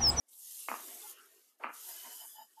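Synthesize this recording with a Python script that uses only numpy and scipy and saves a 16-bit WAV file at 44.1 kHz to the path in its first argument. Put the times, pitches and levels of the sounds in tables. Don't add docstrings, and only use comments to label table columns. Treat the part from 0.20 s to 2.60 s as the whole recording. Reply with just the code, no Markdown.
import sys
import numpy as np
from scipy import signal
from scipy.fft import rfft, irfft
from scipy.io import wavfile
from scipy.ndimage import uniform_filter1d

SR = 44100
rng = np.random.default_rng(int(sys.argv[2]) if len(sys.argv) > 2 else 0)


def dump(signal):
    limited = np.clip(np.atleast_2d(signal).T, -1, 1)
    pcm = np.round(limited * 32767).astype(np.int16)
    wavfile.write(sys.argv[1], SR, pcm)


def nominal_scale(level):
    x = np.asarray(level, float) / 20
    return 10 ** x


N = 105840

# time in seconds, level in dB, fullness of the lower layer in dB
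# (LOWER_LAYER_DB is added to it).
FILM_LEVEL = [(0.0, -86.5, -5), (0.06, -85.5, -5), (0.11, -60.5, -18), (0.13, -57.5, -23),
              (0.27, -49.5, -13), (0.41, -47.5, -11.5), (0.47, -49, -11), (0.85, -50.5, -13),
              (0.91, -48.5, -11), (0.95, -64, -7), (1.0, -64.5, -9.5), (1.3, -69.5, -8), (1.38, -85, -6.5),
              (1.39, -74, -13), (1.43, -70.5, -19.5), (1.47, -79.5, -4), (1.52, -67, -14),
              (1.54, -50.5, -19), (1.56, -53.5, -9), (1.7, -45.5, -15), (1.72, -48.5, -10.5),
              (1.89, -51.5, -10), (1.98, -48, -17), (2.02, -52, -13), (2.09, -50.5, -37),
              (2.16, -58.5, -15), (2.2, -69, -10), (2.22, -67, -12.5), (2.28, -70.5, -10.5),
              (2.4, -70.5, -7.5)]
# frequency in Hz, level in dB.
FILM_BRIGHT_COLOUR = [(3000, -31), (5000, -10), (6500, -3.5), (8500, -0.5), (11000, 1.5), (13500, 2),
                      (14300, -7.5), (15000, -10.5)]
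# frequency in Hz, level in dB.
FILM_LOWER_COLOUR = [(1500, -47), (2300, -21.5), (2800, -1), (4000, -2.5), (5500, -0.5), (7000, -0.5),
                     (10000, -32)]
LOWER_LAYER_DB = 2.5
THREADS_PER_S, THREAD_SPREAD_DB = 2500, 3
THREAD_SHARE = 0.51
PATCH_DB = 2.5

# time in seconds, level in dB, level of the upper resonances in dB.
CORE_LEVEL = [(1.55, -80, -8), (1.616, -87, -6), (1.7, -61, -3), (1.74, -72, 11.5), (1.776, -65, -9),
              (1.938, -63, -5), (1.978, -68, -2), (2.008, -60, 0), (2.04, -67.5, 1), (2.062, -69.5, 0),
              (2.126, -85, 14.5), (2.162, -68, -1), (2.22, -64.5, -2.5), (2.248, -69.5, -3), (2.28, -95, 6),
              (2.324, -85, -3), (2.346, -94, -7), (2.4, -80, 1)]
# frequency in Hz, width in Hz, level in dB.
CORE_RESONANCES = [(3013, 69, 2), (4994, 130, 0.5), (7050, 83, 1), (9060, 250, -7.5), (12700, 1000, 6)]

# centre in seconds, length in seconds, level in dB, pitch in Hz,
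# level of the side resonances in dB.
CAGE_RUBS = [(1.697, 0.031, -59.5, 919, 3.5), (1.735, 0.038, -67, 847, 0), (1.864, 0.032, -54.5, 962, -2.5),
             (1.92, 0.029, -66.5, 950, 5), (2.028, 0.042, -61, 885, 0.5), (2.202, 0.052, -57.5, 874, -1.5),
             (2.39, 0.024, -60, 876, -13)]
# multiple of the pitch, width in Hz, level in dB.
CAGE_RESONANCES = [(1, 55, 0), (.78, 60, -5), (1.62, 90, -14), (2.0, 120, -9)]

# start in seconds, peak in dB before the treble is cut, brightness in dB per octave.
KNOCK_TIMES = [(0.485, -22.5, 6), (0.4883, -28, 18), (0.4906, -46, 27), (.5, -33.5, -15), (.515, -21, -5.5),
               (0.5253, -35, 2), (0.53, -36, -1), (0.54, -28.5, 1.5), (0.5456, -48, 28), (0.553, -33.5, 4),
               (.56, -66, 2), (.587, -66, 19), (0.597, -39.5, -8.5), (1.4369, -26.5, 17.5),
               (1.4395, -29.5, 10.5), (1.4428, -22.5, -3.5), (1.448, -34, 12.5), (1.456, -35, 2),
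               (1.467, -33, 4), (1.474, -33, -2.5), (1.487, -40, 5), (1.493, -34, 1), (1.503, -36.5, 0.5)]
# frequency in Hz before detuning, level in dB before brightness,
# time to fall by 60 dB in seconds.
KNOCK_TONES = [(250, -14, 0.1), (458, -21, 0.09), (950, 2, 0.024), (1226, 15.5, 0.0093), (1600, -1.5, .015),
               (2116, -2, 0.0097), (2276, -2, 0.013), (2758, -7.5, 0.017)]
KNOCK_RISE_S, KNOCK_TOP_HZ = 0.00076, 3150
# frequency in Hz, time to fall by 60 dB in seconds.
ROOM_DECAY = [(200, 0.14), (500, 0.24), (1000, 0.26), (2000, 0.29), (4000, 0.34)]
ROOM_DB = -3

# centre in seconds, length in seconds, level in dB,
# pitch in Hz, width in Hz.
FAINT_MOANS = [(0.33, 0.13, -79.5, 1930, 120), (0.26, 0.24, -86.5, 900, 150), (0.73, 0.14, -66, 393, 66),
               (0.73, 0.093, -66, 674, 60), (0.9, 0.2, -74, 416, 42), (0.851, 0.03, -62, 860, 40),
               (.828, 0.033, -62.5, 3500, 150), (0.726, 0.045, -64.5, 3050, 220),
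               (0.69, 0.063, -68, 505, 98), (0.943, 0.056, -73.5, 486, 40), (0.77, 0.076, -73.5, 700, 33),
               (0.7, 0.044, -71, 1110, 55), (0.9, 0.054, -74.5, 1420, 45), (0.969, 0.059, -64.5, 2800, 404),
               (1.02, 0.082, -66, 1444, 280), (1.0, 0.046, -68, 1370, 98), (0.96, .07, -81.5, 1470, 60),
               (1.173, 0.058, -68.5, 407, 35), (1.87, 0.038, -67.5, 260, 56), (2.132, .08, -70, 3400, 200),
               (2.217, 0.056, -81, 226, 37), (2.218, 0.029, -76, 3800, 86), (2.304, 0.045, -81, 1800, 78)]
# centre in seconds, length in seconds, level in dB, pitch in Hz, width in Hz.
BROAD_SCUFFS = [(0.092, 0.012, -62.5, 8400, 3000), (0.139, 0.022, -68.5, 3800, 1200),
                (0.42, 0.041, -80, 1190, 506), (0.627, 0.059, -72, 1350, 400),
                (0.983, 0.03, -78, 2100, 495), (1.418, 0.026, -53, 600, 463), (1.436, 0.012, -53, 870, 760),
                (1.453, 0.046, -71, 4040, 600), (1.701, 0.038, -75, 415, 153), (1.89, 0.031, -66, 462, 250),
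                (1.876, 0.095, -67, 1600, 387), (2.03, 0.16, -75.5, 1600, 500)]

# time in seconds, level in dB.
MURMUR_LEVEL = [(0.0, -86), (0.26, -93.5), (0.53, -70), (0.65, -63), (0.69, -61.5), (0.88, -64.5),
                (1.05, -71.5), (1.18, -76), (1.46, -92.5), (1.58, -67.5), (1.64, -63.5), (1.88, -64),
                (2.04, -70), (2.16, -84), (2.33, -82), (2.4, -84)]
# frequency in Hz, level in dB.
MURMUR_COLOUR = [(88, -84), (150, -59.5), (246, -16.5), (403, -4.5), (561, -15.5), (646, -12), (887, -11),
                 (963, -9), (1080, -7.5), (2500, -11.5), (3250, -37.5), (5500, -120)]
WAVER_DB, WAVER_FRAMES = 6.5, 14

# frequency in Hz, level in dB.
ROOM_TONE_COLOUR = [(100, -60), (200, 7.5), (400, 8.5), (900, 1.5), (2000, -10.5), (4000, -17.5)]
ROOM_TONE_DB = -86.5

BASS_CUT_HZ, TOP_HZ = 226.7, 14500


def evened(x):
    return x / np.sqrt(np.mean(x ** 2) + 1e-20)


def read(points, hz):
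    f, value = np.transpose(points)
    return np.interp(np.log(hz + 1), np.log(f + 1), value)


def curve(table, column=1):
    rows = np.array(table)
    return np.interp(np.arange(N) / SR, rows[:, 0], rows[:, column])


def coloured(x, points):
    gain = nominal_scale(read(points, np.fft.rfftfreq(N, 1 / SR)))
    return evened(irfft(rfft(x) * gain, N))


def resonate(x, hz, width_hz):
    r = np.exp(-1.5 * np.pi * abs(width_hz) / SR)
    poles = [1, -2 * r * np.cos(2 * np.pi * hz / SR), r * r]
    once = signal.lfilter([1, 0, -1], poles, x)
    return evened(signal.lfilter([1, 0, -1], poles, once))


def sizzle():
    bright = patchy(coloured(threads(), FILM_BRIGHT_COLOUR))
    lower = patchy(coloured(threads(), FILM_LOWER_COLOUR))
    fullness = nominal_scale(curve(FILM_LEVEL, column=2) + LOWER_LAYER_DB)
    return nominal_scale(curve(FILM_LEVEL)) * (bright + fullness * lower)


def threads():
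    size = nominal_scale(THREAD_SPREAD_DB * np.minimum(rng.exponential(1, N), 4))
    snaps = size * (rng.random(N) < THREADS_PER_S / SR)
    puff = signal.lfilter([1], [1, -0.96], snaps ** 2)
    power = 1 - THREAD_SHARE + THREAD_SHARE * puff / puff.mean()
    return rng.standard_normal(N) * np.sqrt(power)


def patchy(x):
    z = signal.stft(x, nperseg=512)[2]
    patches = rng.standard_normal(z.shape[::-1]).T
    patches = uniform_filter1d(patches, size=3, axis=0)
    patches = evened(uniform_filter1d(patches, size=10, axis=1))
    return evened(signal.istft(z * nominal_scale(PATCH_DB * patches), nperseg=512)[1][:N])


def core():
    drive = threads()
    fade_in = np.clip((np.arange(N) / SR - CORE_LEVEL[0][0]) / 0.027, 0, 1)
    first, *upper = [nominal_scale(db) * resonate(drive, hz, width) for hz, width, db in CORE_RESONANCES]
    upper_gain = nominal_scale(curve(CORE_LEVEL, column=2))
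    return fade_in * nominal_scale(curve(CORE_LEVEL)) * (first + upper_gain * sum(upper))


def rubs():
    t, out, drive = np.arange(N) / SR, np.zeros(N), rng.standard_normal(N)
    for centre, length, db, pitch, sides_db in CAGE_RUBS:
        main, *sides = [nominal_scale(d) * resonate(drive, k * pitch, width) for k, width, d in CAGE_RESONANCES]
        swell = np.exp(-2 * ((t - centre) / length) ** 2)
        out += nominal_scale(db) * swell * (main + nominal_scale(sides_db) * sum(sides))
    return out


def knocks():
    t, out = np.arange(4000) / SR, np.zeros(N + 4000)
    rise = np.sin(np.pi / 2 * np.minimum(t / KNOCK_RISE_S, 1)) ** 2
    detunes = rng.uniform(0.87, 1.05, (len(KNOCK_TIMES), len(KNOCK_TONES)))
    for (start, peak_db, bright_db), detune in zip(KNOCK_TIMES, detunes):
        ring = np.zeros(len(t))
        for (hz, db, t60), factor in zip(KNOCK_TONES, detune):
            tilt_db = bright_db * np.log2(max(hz, 700) / 1000)
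            ring += nominal_scale(db + tilt_db - 60 * t / t60) * np.sin(2 * np.pi * hz * factor * t)
        ring *= rise
        at = round(start * SR)
        out[at:at + len(t)] += nominal_scale(peak_db) * ring / abs(ring).max()
    treble_cut = signal.butter(10, KNOCK_TOP_HZ, fs=SR, output="sos")
    return signal.sosfilt(treble_cut, out[:N])


def room(x):
    taps, at = np.zeros(SR // 2), np.arange(200, SR // 2 - 20, 20)
    taps[at + rng.integers(0, 20, len(at))] = rng.choice([-1., 1.], len(at))
    hz, t, z = signal.stft(taps, SR, nperseg=256)
    decay = nominal_scale(-60 * t / read(ROOM_DECAY, hz)[:, None])
    tail = signal.istft(z * decay, SR, nperseg=256)[1]
    return signal.fftconvolve(x, tail / np.linalg.norm(tail))[:N]


def moans_and_scuffs():
    t, out, drive = np.arange(N) / SR, np.zeros(N), rng.standard_normal(N)
    for centre, length, db, hz, width in FAINT_MOANS + BROAD_SCUFFS:
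        swell = np.exp(-(2 * (t - centre) / length) ** 4 / 4)
        out += nominal_scale(db) * swell * resonate(drive, hz, width)
    return out


def low_murmur():
    hz = np.fft.rfftfreq(1024, 1 / SR)
    a, b, patches = rng.standard_normal((N // 256 + 5, 513, 3)).T
    patches = uniform_filter1d(patches, size=2, axis=0)
    patches = evened(uniform_filter1d(patches, WAVER_FRAMES, axis=1))
    z = (a + 1j * b) * nominal_scale(read(MURMUR_COLOUR, hz)[:, None] + WAVER_DB * patches)
    murmur = evened(signal.istft(z, nperseg=1024, noverlap=768)[1][:N])
    return nominal_scale(curve(MURMUR_LEVEL)) * murmur


def room_tone():
    return nominal_scale(ROOM_TONE_DB) * coloured(rng.standard_normal(N), ROOM_TONE_COLOUR)


def scene():
    blows = knocks()
    roller = sizzle() + core() + rubs()
    background = moans_and_scuffs() + low_murmur() + room_tone()
    return (roller + blows + nominal_scale(ROOM_DB) * room(blows) + background)[None]


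def roll_off(x):
    return signal.sosfilt(signal.butter(12, 15590, fs=SR, output="sos"), x)


def record(dry):
    bass_cut = signal.butter(6, BASS_CUT_HZ, "high", fs=SR, output="sos")
    thin = signal.sosfilt(bass_cut, dry)
    treble_cut = signal.firwin(511, TOP_HZ, window=("kaiser", 9), fs=SR)
    mix = signal.oaconvolve(thin, treble_cut[None], "same")
    return roll_off(mix)


dry = scene()
out = record(dry)
dump(out)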